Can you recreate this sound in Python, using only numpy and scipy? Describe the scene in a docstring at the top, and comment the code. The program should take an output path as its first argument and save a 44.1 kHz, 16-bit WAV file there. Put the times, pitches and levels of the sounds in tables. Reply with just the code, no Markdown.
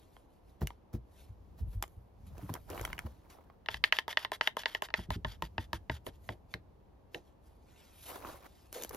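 """A sleeve rustles close by over a soft outdoor wash; then wood taps, boards clack and boom as they are nudged.
Feet crunch in gravel, and a one-handed bar clamp is pumped: its metal snaps and rings, and the bar slides.
Once the jaws bite, the plate's snaps also thump the timber; at the end sleeves rustle and a shoe drags.
Ringing modes make the metal, stones and boards; shaped noise and tiny impacts make the friction, gravel and air.
Place: outdoors, with short reflections. Distance: close, but for the wash. Microphone: small, two ports."""
import sys
import numpy as np
from scipy import signal
from scipy.fft import rfft, irfft
from scipy.io import wavfile
from scipy.ndimage import uniform_filter1d

SR = 44100
rng = np.random.default_rng(int(sys.argv[2]) if len(sys.argv) > 2 else 0)


def persist_wave(psi):
    """Save psi, clipped to +-1, as 16-bit WAV."""
    counts = np.round(np.clip(psi, -1, 1) * 32767).astype(np.int16)
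    wavfile.write(sys.argv[1], SR, np.atleast_2d(counts).T)


N = 395136  # length [samples]


def gain_of(db):
    """Decibels to amplitude."""
    return 10 ** (np.asarray(db) / 20)


def evened(x):
    """Scales to rms 1."""
    return x / np.sqrt(np.mean(x ** 2) + 1e-20)


def read(points, hz):
    """Reads a table on a log-frequency axis."""
    f, value = np.transpose(points)
    return np.interp(np.log(hz + 1), np.log(f + 1), value)


def add(mix, s, sound):
    """Mixes a stereo sound in at time s."""
    part = mix[:, max(round(s * SR), 0):][:, :sound.shape[1]]
    part += sound[:, :part.shape[1]]


def coloured(x, colour):
    """Gives x a spectrum and rms 1."""
    count = x.shape[-1]
    hz = np.fft.rfftfreq(count, 1 / SR)
    return evened(irfft(rfft(x) * gain_of(read(colour, hz)), count))


def pair(x, apart):
    """Three unrelated signals become two channels: one shared, and a share of its own for each."""
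    apart = np.clip(apart, 0, 1)
    return np.sqrt(1 - apart) * x[0] + np.sqrt(apart) * x[1:]


def bands(edges):
    """Band-pass filters between neighbouring edges."""
    return [signal.butter(3, pass_hz, "band", fs=SR, output="sos") for pass_hz in zip(edges, edges[1:])]


SWELL_SHAPE = 1.5  # 1 gives a movement a pointed peak, 2 a rounded one


def swells(rows):
    """Gain over time of movements that each gather speed, peak and come to rest."""
    t, power = np.arange(N) / SR, 0
    for s, rise, fall, db in rows:
        away = np.maximum((s - t) / rise, (t - s) / fall)
        power = power + gain_of(db) ** 2 * np.exp(-2 * np.minimum(abs(away), 20) ** SWELL_SHAPE)
    return np.sqrt(power)


def grains(count, per_s, spread_db):
    """Three trains of tiny impacts of very uneven size."""
    size = gain_of(spread_db * np.minimum(rng.exponential(1, (3, count)), 4))
    struck = rng.standard_normal((3, count)) * (rng.random((3, count)) < per_s / SR)
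    return evened(size * struck)


def unevenness(count, depth_db, size):
    """A gain that catches and lets go at random, smoothed over size samples."""
    return gain_of(depth_db * evened(uniform_filter1d(rng.standard_normal(count), size=size)))


def shifting(x, depth_db, size=9):
    """As a contact moves, different resonances come forward for a few hundredths of a second."""
    z = signal.stft(x, nperseg=512, noverlap=384)[2]
    patches = rng.standard_normal(z.shape[1:])
    for _ in range(2):
        patches = uniform_filter1d(patches, size=size, axis=1)  # along time
        patches = uniform_filter1d(patches, size=3, axis=0)  # along frequency
    moved = z * gain_of(depth_db * evened(patches))
    moved = signal.istft(moved, nperseg=512, noverlap=384)[1][:, :N]
    return evened(moved) * np.sqrt(np.mean(x ** 2))


def strokes(rows, colour, slowing_db):
    """Fine stick-slip friction: each stroke starts quickly, catches here and there, and slows to rest."""
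    out = np.zeros((2, N))
    for s, length, db in rows:
        count = int(max(length, .01) * 1.048 * SR)
        slips = grains(count, per_s=9000, spread_db=2) * unevenness(count, 2.2, size=330)
        slowing = gain_of(slowing_db * (0.2015 - np.linspace(0, 1, count) ** 3))
        speed = signal.windows.tukey(count, .4) * slowing
        add(out, s, gain_of(db) * coloured(pair(slips, 0.04), colour) * speed)
    return out


def ring(modes, t, detune, apart, vary_db=3.0):
    """Dying modes; size and tuning vary from blow to blow, and phase differs a little between the two ports."""
    hz, db, t60 = np.transpose(modes)[:, :, None]
    shift, size, skew = rng.standard_normal((3, len(modes), 1))
    phase = 2 * np.pi * (hz * (1 + detune * shift) * t + rng.random((len(modes), 1)))
    fall = gain_of(db + vary_db * size - 60 * t / t60)
    return np.array([(fall * np.sin(phase + side * apart * skew)).sum(0) for side in (1, -1)])


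def weigh(sound, filters, levels_db, count):
    """Sets how hard each band of a blow sounds over its first count samples."""
    out = 0
    for sos, db in zip(filters, levels_db):
        band = signal.sosfilt(sos, sound)
        level = np.sqrt(np.mean(band[:, :count] ** 2))
        out = -out + band * gain_of(db) / level  # neighbours alternate in sign
    return out


def blows(rows, shares_db):
    """Each contact's level in every band: its strength, the shares of its kind, and a tilt for its brightness."""
    above_middle = np.arange(len(shares_db)) - len(shares_db) // 2
    return [(s, *(db + np.array(shares_db) + bright_db * above_middle)) for s, db, bright_db, *_ in rows]


# edges of the bands of a hard contact: timber, bar, jaw, housing, metal tick (frequency [Hz])
CONTACT_EDGES = [200, 650, 1250, 2300, 5500, 15000]


def hits(rows, modes, crack_db, crack_t60, chatter_db, chatter_t60, detune, seated_db):
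    """A hard contact: a crack, the ringing modes, and a short chatter of loose parts."""
    out, t = np.zeros((2, N)), np.arange(3072) / SR
    parts = bands(CONTACT_EDGES)
    crack = gain_of(crack_db - 60 * t / crack_t60)
    chatter = gain_of(chatter_db - 60 * t / chatter_t60)
    # the part rings freely for a few milliseconds, then seats and is damped
    onset = 1 - np.exp(-t / .0002)
    damping = onset * (np.exp(-(t / .0028) ** 2) + gain_of(seated_db))
    for s, *levels_db in rows:
        noise = pair(rng.standard_normal((3, len(t))), 0.044)
        blow = (ring(modes, t, detune, apart=0.51) + noise * (crack + chatter)) * damping
        add(out, s, weigh(blow, parts, levels_db, count=660))
    return out


# distant wash of air, relative spectrum (frequency [Hz], level [dB])
AIR_SPECTRUM = [(100, -18.5), (170, -6.5), (300, -1), (600, -5.5), (950, -8), (1400, -20.5), (2200, -26),
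                (4000, -32), (8000, -46), (13000, -38.5), (16000, -43)]
# low rumble of the frame, relative spectrum (frequency [Hz], level [dB])
RUMBLE_SPECTRUM = [(15, -23.5), (35, -5), (58, 2), (85, -1.5), (130, -10), (220, -14), (500, -49.5)]
# shifting weight makes the frame rumble (peak time [s], rise [s], fall [s], level [dB])
WEIGHT_SHIFTS = [(1.55, 0.39, 0.38, -56.5), (2.26, 0.09, 0.36, -50.5), (2.8, 0.17, 0.3, -48),
                 (3.76, 0.074, 0.079, -50), (5.3, 0.3, 1.3, -56), (8.27, 0.078, 0.08, -54),
                 (8.94, 0.097, .08, -55)]


def outdoors(air_db=-66, rumble_db=-63):
    """Distant steady wash, different at each port, over a low rumble that grows when weight shifts."""
    air = coloured(pair(rng.standard_normal((3, N)), 0.83), AIR_SPECTRUM)
    rumble = coloured(pair(rng.standard_normal((3, N)), 0.16), RUMBLE_SPECTRUM)
    return gain_of(air_db) * air + np.hypot(gain_of(rumble_db), swells(WEIGHT_SHIFTS)) * rumble


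# a hand or sleeve sweeps past, or the clamp rubs briefly around a late clack; levels before gain_db
# (peak time [s], rise [s], fall [s], level [dB], extra fizz [dB])
RUBS = [(.03, 0.055, 0.097, -71.5, -4), (.15, 0.035, 0.088, -72.5, -1), (.35, 0.074, 0.052, -78, 0),
        (.5, 0.052, 0.054, -75, 0), (0.681, 0.06, 0.06, -69.5, -7), (1.2, 0.073, 0.081, -66, -1.5),
        (1.595, 0.015, .025, -67, 3), (1.74, 0.047, 0.032, -69.5, 6.5), (1.9, 0.13, 0.14, -80.5, 7),
        (2.27, 0.0099, 0.032, -68, 0), (2.45, 0.065, .15, -67, 3), (2.82, 0.11, 0.06, -58.5, 3.5),
        (3.06, 0.071, 0.15, -70, -4), (3.304, 0.0059, 0.047, -58.5, -2), (6.073, .014, 0.014, -57, 4),
        (6.15, 0.033, 0.023, -69.5, -5), (6.28, 0.063, 0.058, -68.5, 2.5), (6.53, 0.026, 0.024, -64, -3),
        (7.15, 0.021, 0.037, -60.5, -6), (7.27, 0.07, 0.062, -76.5, -5), (7.471, .04, 0.095, -76, 2.5),
        (7.82, 0.15, 0.21, -65, -5.5), (8.1, 0.1, 0.083, -52.5, 3.5), (8.29, 0.047, 0.084, -56.5, 0.5),
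        (8.6, 0.27, 0.12, -68, -2.5), (8.748, 0.014, 0.087, -47.5, 0), (8.95, 0.023, .04, -59, 10)]
# hiss of the rubbing, relative spectrum (frequency [Hz], level [dB])
HISS_SPECTRUM = [(600, 5.5), (2000, 8), (3500, 9.5), (6000, 5), (9000, 10), (13000, 9), (15500, -8)]
FIZZ_HZ = 8500  # skin on rough wood fizzes above this


def brush(gain_db=1):
    """Hands, sleeves and at times the clamp rubbing: a fine, bright hiss, each rub with its own share of fizz."""
    fibres = grains(N, per_s=16000, spread_db=2) * unevenness(N, 1.2, size=700)
    hiss = shifting(coloured(pair(fibres, 0.035), HISS_SPECTRUM), depth_db=3.0)
    fizz = signal.sosfiltfilt(signal.butter(4, FIZZ_HZ, "high", fs=SR, output="sos"), hiss)
    rubbing = swells([(s, rise, fall, db) for s, rise, fall, db, _ in RUBS])
    fizzing = swells([(s, rise, fall, db + fizz_db) for s, rise, fall, db, fizz_db in RUBS])
    return gain_of(gain_db) * (rubbing * (hiss - fizz) + fizzing * fizz)


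# wood taps on wood (time [s], strength [dB], brightness [dB per band])
WOOD_TAPS = [(.166, -58.5, 1), (.617, -49, -1.5), (.7043, -51.5, -1), (1.8251, -38.5, 4), (1.8381, -44, 2),
             (2.4928, -56, -8), (2.5523, -52, -2), (2.876, -53, -1), (2.901, -55, -1), (3.066, -57.5, -1),
             (3.3854, -69.5, -9), (3.4996, -63.5, -4), (8.248, -50.5, -4.5), (8.4632, -62, -1),
             (8.9092, -55, 0)]
# pebbles clack together (time [s], strength [dB], brightness [dB per band])
STONE_CLACKS = [(.6718, -46.5, 4.5), (2.777, -50, -7), (2.7958, -49, -6), (2.8507, -40, 2.5),
                (2.9298, -42, -2), (2.98, -49, -3), (2.9906, -42.5, 0.5)]
# sharp bright ticks, from grit or on top of a wood tap (time [s], strength [dB], brightness [dB per band])
SHARP_TICKS = [(1.8251, -41, 1.5), (1.8788, -62.5, -2), (2.3802, -54, -4), (2.5393, -43, 0.5),
               (2.701, -50, 0), (2.813, -46, -1), (8.7274, -47.5, 0.5), (8.8224, -47, 1),
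               (8.8355, -44, 1.5), (8.8473, -43, -1.5), (8.8932, -56, 4.5), (8.9465, -44.5, -3.5)]
# share of the strength in each contact band, for wood, stones and ticks (level [dB])
TAP_SHARES = [-8, 1, -7, -12, -19]
STONE_SHARES = [-14.5, -9.5, 1.5, -9, -6]
TICK_SHARES = [-6.5, -20, -12, -20, 1]
# what rings in small knocks (frequency [Hz], relative level [dB], t60 [s])
KNOCK_MODES = [(367, -7.5, 0.028), (580, -12, 0.0057), (810, -19, 0.0094), (1038, -16, 0.077),
               (1320, -12.5, 0.021), (2130, -7, 0.0085), (2310, -4.5, 0.017), (3060, 7.5, 0.022),
               (4100, -25, 0.0035), (5560, -7, 0.0089), (11460, -3, 0.0046)]


def knocks(gain_db=-2):
    """Wood taps, stone clacks and sharp ticks: a strong crack over short modes tuned afresh for each knock."""
    contacts = blows(WOOD_TAPS, TAP_SHARES) + blows(STONE_CLACKS, STONE_SHARES)
    contacts += blows(SHARP_TICKS, TICK_SHARES)
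    return gain_of(gain_db) * hits(contacts, KNOCK_MODES, crack_db=8, crack_t60=.008, chatter_db=-3,
                                   chatter_t60=.05, detune=.07, seated_db=-4)


# a palm scuffing the boards (time [s], nominal length [s], level before slowing [dB])
PALM_SCUFFS = [(.606, 0.041, -48), (.924, 0.06, -55.5), (1.575, 0.044, -62), (1.725, 0.033, -62.5),
               (2.37, 0.086, -65.5)]
# palm on wood, relative spectrum (frequency [Hz], level [dB])
SCUFF_SPECTRUM = [(200, 15), (500, 8), (1500, 1.5), (2500, -7), (4000, -7), (8000, -8.5), (13000, -6),
                  (16000, 3.5)]


def scuffs():
    """A palm slips and catches over the boards and slows strongly."""
    return strokes(PALM_SCUFFS, SCUFF_SPECTRUM, slowing_db=23.5)


# hands, knees and the closing jaw push the boards (time [s], boom level [dB], knock level [dB])
BOARD_PUSHES = [(0.616, -37, -37.5), (0.937, -42, -40), (1.29, -49, -75), (1.603, -36, -59),
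                (1.659, -41.5, -64), (1.748, -36.5, -79), (1.966, -49.5, -72), (2.427, -59, -45.5),
                (2.497, -66, -42.5), (2.807, -44.5, -71), (3.043, -43, -49), (4.982, -49.5, -46.5),
                (5.085, -41, -48.5), (5.158, -47, -43.5), (6.542, -56, -51), (7.148, -68, -60.5)]
# jolt against the strength of its snap, for loud snaps and for returns (boom level [dB], knock level [dB])
SNAP_JOLT = [-4.5, -7.5]
RETURN_JOLT = [-2, -6]
# what rings in the boards (frequency [Hz], relative level [dB], t60 [s])
BOARD_MODES = [(56.9, 2, 0.21), (86.9, 4.5, 0.12), (103.2, -3, 0.16), (128.5, -6.5, 0.11),
               (167.3, -7.5, 0.11), (217.3, -7.5, 0.079), (247, -21.5, 0.048), (315, -10, 0.085),
               (375.3, -12.5, 0.092), (440.5, -20.5, 0.12)]
# edges of the boom and knock bands (frequency [Hz])
BOOM_EDGES = [30, 130, 450]
BITE_S = 5.0  # after this the jaws grip, and each snap of the plate jolts the boards
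PUSH_RISE = .012  # time constant with which the boards take up a push [s]


def jolts(rows, jolt_db):
    """Once the jaws bite, a snap thumps the timber in step with its strength."""
    return [(s, *(db + np.array(jolt_db))) for s, db, *_ in rows if s > BITE_S]


def thumps():
    """The boards take up a push slowly and boom on their frame."""
    out, t = np.zeros((2, N)), np.arange(16384) / SR
    pushes = BOARD_PUSHES + jolts(LOUD_SNAPS, SNAP_JOLT) + jolts(PLATE_RETURNS, RETURN_JOLT)
    for s, *levels_db in pushes:
        boom = ring(BOARD_MODES, t, 0.09, apart=0.12) * (1 - np.exp(-t / PUSH_RISE))
        add(out, s - .002, weigh(boom, bands(BOOM_EDGES), levels_db, count=2646))
    return out


# hollow clacks of board on board (time [s], decay to 1/e [s], level before onset and decay [dB])
BOARD_CLACKS = [(0.619, 0.032, -45.5), (.942, 0.031, -56), (2.701, 0.062, -45), (2.809, 0.007, -37.5),
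                (3.042, .012, -64.5), (6.065, 0.026, -41), (6.294, 0.044, -48), (6.549, 0.025, -51),
                (7.144, 0.035, -44)]
# hollow wood, relative spectrum (frequency [Hz], level [dB])
CLACK_SPECTRUM = [(120, -27), (250, -7.5), (370, 0.5), (470, -5.5), (700, -7), (1100, -26), (2500, -32),
                  (8000, -60)]


def clacks():
    """Loose boards chatter against each other and die away."""
    out, t = np.zeros((2, N)), np.arange(4096) / SR
    for s, length, db in BOARD_CLACKS:
        chatter = coloured(pair(rng.standard_normal((3, len(t))), 0.2), CLACK_SPECTRUM)
        shape = (1 - np.exp(-t / 0.00044)) * np.exp(-(t / length) ** 2)
        add(out, s, gain_of(db) * chatter * shape)
    return out


def pebbles(order=2200):
    """Single stones clinking at random moments, a few cycles each."""
    out, t = np.zeros((2, N)), np.arange(768) / SR
    for moment, pitch, size, side in rng.random((order, 4)):
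        hz = 500 * 7 ** pitch
        loudness = (.15 + size ** 3) / np.sqrt(hz)
        clink = loudness * np.sin(2 * np.pi * hz * t) * np.exp(-hz * t / 3)
        add(out, moment * N / SR, np.sqrt([[side], [1 - side]]) * clink)
    return evened(out)


# a foot presses into the gravel, levels before grit_db and pebbles_db
# (peak time [s], rise [s], fall [s], level [dB])
FOOT_PRESSES = [(2.39, 0.057, 0.1, -57), (2.5, 0.015, 0.023, -51.5), (2.555, 0.021, 0.021, -46.5),
                (2.715, 0.021, 0.21, -45.5), (3.065, 0.0075, 0.014, -52), (3.32, 0.092, 0.16, -62),
                (8.1, 0.023, .04, -44.5), (8.165, .02, 0.03, -48), (8.26, 0.052, 0.087, -45.5),
                (8.46, 0.03, 0.012, -50.5), (8.75, 0.015, 0.13, -53), (8.95, 0.034, .04, -47.5)]
# grinding grit, relative spectrum (frequency [Hz], level [dB])
GRAVEL_SPECTRUM = [(100, -47), (280, 7), (600, 2.5), (1000, 5.5), (1500, -2), (2600, -14.5), (4000, -14),
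                   (8000, -20.5), (16000, -8)]


def crunch(grit_db=-1, pebbles_db=-5.5):
    """Gravel grinding underfoot: dense clumped grit, and single pebbles."""
    grit = grains(N, per_s=3000, spread_db=2.5) * unevenness(N, 2.5, size=450)
    grinding = gain_of(grit_db) * coloured(pair(grit, 0.54), GRAVEL_SPECTRUM)
    return swells(FOOT_PRESSES) * (grinding + gain_of(pebbles_db) * pebbles())


# the handle meets its stop, rattles in its play, or clacks as it is eased
# (time [s], strength [dB], brightness [dB per band])
HANDLE_CLACKS = [(3.6604, -52.5, 0), (3.7429, -42, 1), (3.9675, -50.5, 6), (3.9867, -32, 0.5),
                 (3.9922, -46.5, 4.5), (4.1275, -47, 0.5), (4.2482, -37.5, -1.5), (4.474, -29.5, 0.5),
                 (4.6343, -49.5, -0.5), (4.7486, -35.5, -1), (4.8866, -56, -4), (4.9032, -54.5, -4),
                 (4.9908, -57.5, -10), (6.5394, -43, 1.5), (7.146, -46.5, 2.5)]
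# the drive plate snaps loudly on a squeeze, or once on a release, and the bar slides
# (time [s], strength [dB], brightness [dB per band], slide length [s], slide level [dB])
LOUD_SNAPS = [(3.6862, -36, -1, 0.095, -52), (3.8396, -28.5, 4, .05, -52.5),
              (3.9241, -28.5, 2.5, 0.078, -50), (4.1717, -30.5, 1, .084, -51),
              (4.4108, -32, -0.7, 0.076, -50.5), (4.6576, -33.5, -0.1, 0.13, -53.5),
              (4.9399, -32.5, -0.5, 0.12, -54.5), (5.2469, -39, -4, 0.12, -56.5),
              (5.5806, -38.5, -3.5, 0.081, -58), (5.8972, -38.5, -4.5, 0.085, -55.5),
              (6.29, -44, -5, 0.049, -61)]
# the handle is let go, the plate springs back along the bar
# (time [s], strength [dB], brightness [dB per band], slide length [s], slide level [dB])
PLATE_RETURNS = [(4.08, -46, -1, 0.053, -45.5), (4.318, -44, -1.5, .047, -47),
                 (4.5684, -43.5, -1.5, 0.058, -46), (4.8214, -42.5, -0.5, 0.047, -48.5),
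                 (5.1044, -44, -1.4, 0.059, -49.5), (5.4224, -44, -1.3, 0.053, -55.5),
                 (5.7312, -43, 0, 0.045, -53), (6.066, -53, 1.5, 0.033, -59)]
# share of the strength in each contact band, for loud snaps, returns and handle clacks (level [dB])
SNAP_SHARES = [-11, -6, -0.5, 0, -27.5]
RETURN_SHARES = [-1, 4.5, -3, -1, -4]
HANDLE_SHARES = [-14, -7.5, -2.5, -0.5, -18]
# what rings in the clamp (frequency [Hz], relative level [dB], t60 [s])
CLAMP_MODES = [(418, -12, 0.067), (628, -6, 0.049), (860, -7, 0.025), (908.4, -5, 0.062), (1036, -5, 0.049),
               (1250, -6.5, 0.024), (1432, 0.5, 0.0067), (1702, 0.5, 0.038), (1842, 2, 0.041),
               (2010, 3.5, 0.023), (2330, -5, 0.016), (2675, 2.5, 0.013), (3000, 6.5, 0.0089),
               (3555, 0, .015), (3980, -3, 0.013), (4700, -4, 0.0067), (6396, -29, .015)]
CLAMP_DETUNE = .008  # share by which the modes move from snap to snap


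def clamp():
    """Drive plate and handle strike in the clamp: a crack, nearly fixed metal modes and a longer chatter."""
    snaps = blows(LOUD_SNAPS, SNAP_SHARES) + blows(PLATE_RETURNS, RETURN_SHARES)
    snaps += blows(HANDLE_CLACKS, HANDLE_SHARES)
    return hits(snaps, CLAMP_MODES, crack_db=1.5, crack_t60=.007, chatter_db=-9.0, chatter_t60=0.057,
                detune=CLAMP_DETUNE, seated_db=1.5)


# steel bar in the plate, relative spectrum (frequency [Hz], level [dB])
SLIDE_SPECTRUM = [(200, -24), (600, 0), (1100, -1), (1900, 4), (2500, -3.5), (3300, 5.5), (4200, -5.5),
                  (4750, -1), (5200, -5.5), (6000, -8), (7500, -11), (12500, -9), (16000, -30.5)]
SLIDE_LAG_S = 0.0049  # the bar starts to slide this long after a snap


def slides():
    """The bar slides through the plate just after every loud snap and return."""
    feeds = [(s + SLIDE_LAG_S, length, db) for s, _, _, length, db in LOUD_SNAPS + PLATE_RETURNS]
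    return shifting(strokes(feeds, SLIDE_SPECTRUM, slowing_db=13.5), depth_db=2.0)


# a shoe sole dragging (time [s], nominal length [s], level before slowing [dB])
SHOE_DRAGS = [(8.742, 0.1, -48), (8.906, 0.0077, -46), (8.926, 0.041, -57)]
# sole on gravel, relative spectrum (frequency [Hz], level [dB])
SOLE_SPECTRUM = [(150, -20), (350, -6), (480, 7), (650, -4), (1200, -24), (3000, -34), (8000, -25),
                 (16000, -37)]


def drags():
    """A shoe sole slips and catches over the gravel and slows less than the palm."""
    return strokes(SHOE_DRAGS, SOLE_SPECTRUM, slowing_db=10)


# first reflections off boards and ground (delay [s], level [dB])
FIRST_ECHOES = [(.0062, -21), (.0085, -22.5)]


def yard(x, scatter_db=-19, t60=0.13, build=0.005):
    """Close reflections, and a thin scatter off walls and fences."""
    t = np.arange(SR // 2) / SR
    taps = rng.standard_normal((2, len(t))) * (rng.random((2, len(t))) < 3000 / SR)
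    taps *= gain_of(-60 * t / t60) * (1 - np.exp(-t / build))
    taps *= gain_of(scatter_db) / np.linalg.norm(taps[0])
    taps[:, 0] = 1  # direct sound
    for s, db in FIRST_ECHOES:
        taps[:, round(s * SR)] += gain_of(db)
    return signal.fftconvolve(x, taps, axes=1)[:, :N]


def scene():
    """Clamp, timber and gravel in the open air; the close contacts also reflect off the yard."""
    friction = slides() + scuffs() + drags()
    close = clamp() + knocks() + friction + clacks()
    return yard(close) + thumps() + crunch() + brush() + outdoors()


# phase by which the left port leads (frequency [Hz], phase [rad])
PORT_PHASE = [(250, 0), (700, -.55), (1800, -.55), (2400, .2), (3100, 1.1), (4500, .7), (5300, 1),
              (5800, -1.8), (6700, -1), (7300, -2.4), (8400, -3.14), (10000, -4), (12800, -6.1),
              (14000, -6.28)]
# how much louder the right port hears (frequency [Hz], level [dB])
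RIGHT_LEAN = [(120, -0.5), (600, 1.5), (1100, 0.7), (2000, 0.5), (4500, -2.5), (9000, 0.5)]
# the microphone's top end (frequency [Hz], level [dB])
MIC_TOP = [(9000, 0), (12500, -1.5), (14500, -7), (16000, -14.5)]
EDGE_HZ = 16000  # band limit


def record(dry):
    """The two ports differ in phase and level by frequency; the treble rolls off up to the band limit."""
    hz = np.fft.rfftfreq(N, 1 / SR)
    # each port takes half of the phase and level difference
    left = np.exp(.5j * read(PORT_PHASE, hz)) * gain_of(-.5 * read(RIGHT_LEAN, hz))
    ports = irfft(rfft(dry) * np.array([left, 1 / left]) * gain_of(read(MIC_TOP, hz)), N)
    band_limit = signal.firwin(511, EDGE_HZ, window=("kaiser", 9), fs=SR)
    return signal.oaconvolve(ports, band_limit[None], "same")


dry = scene()
out = record(dry)
persist_wave(out)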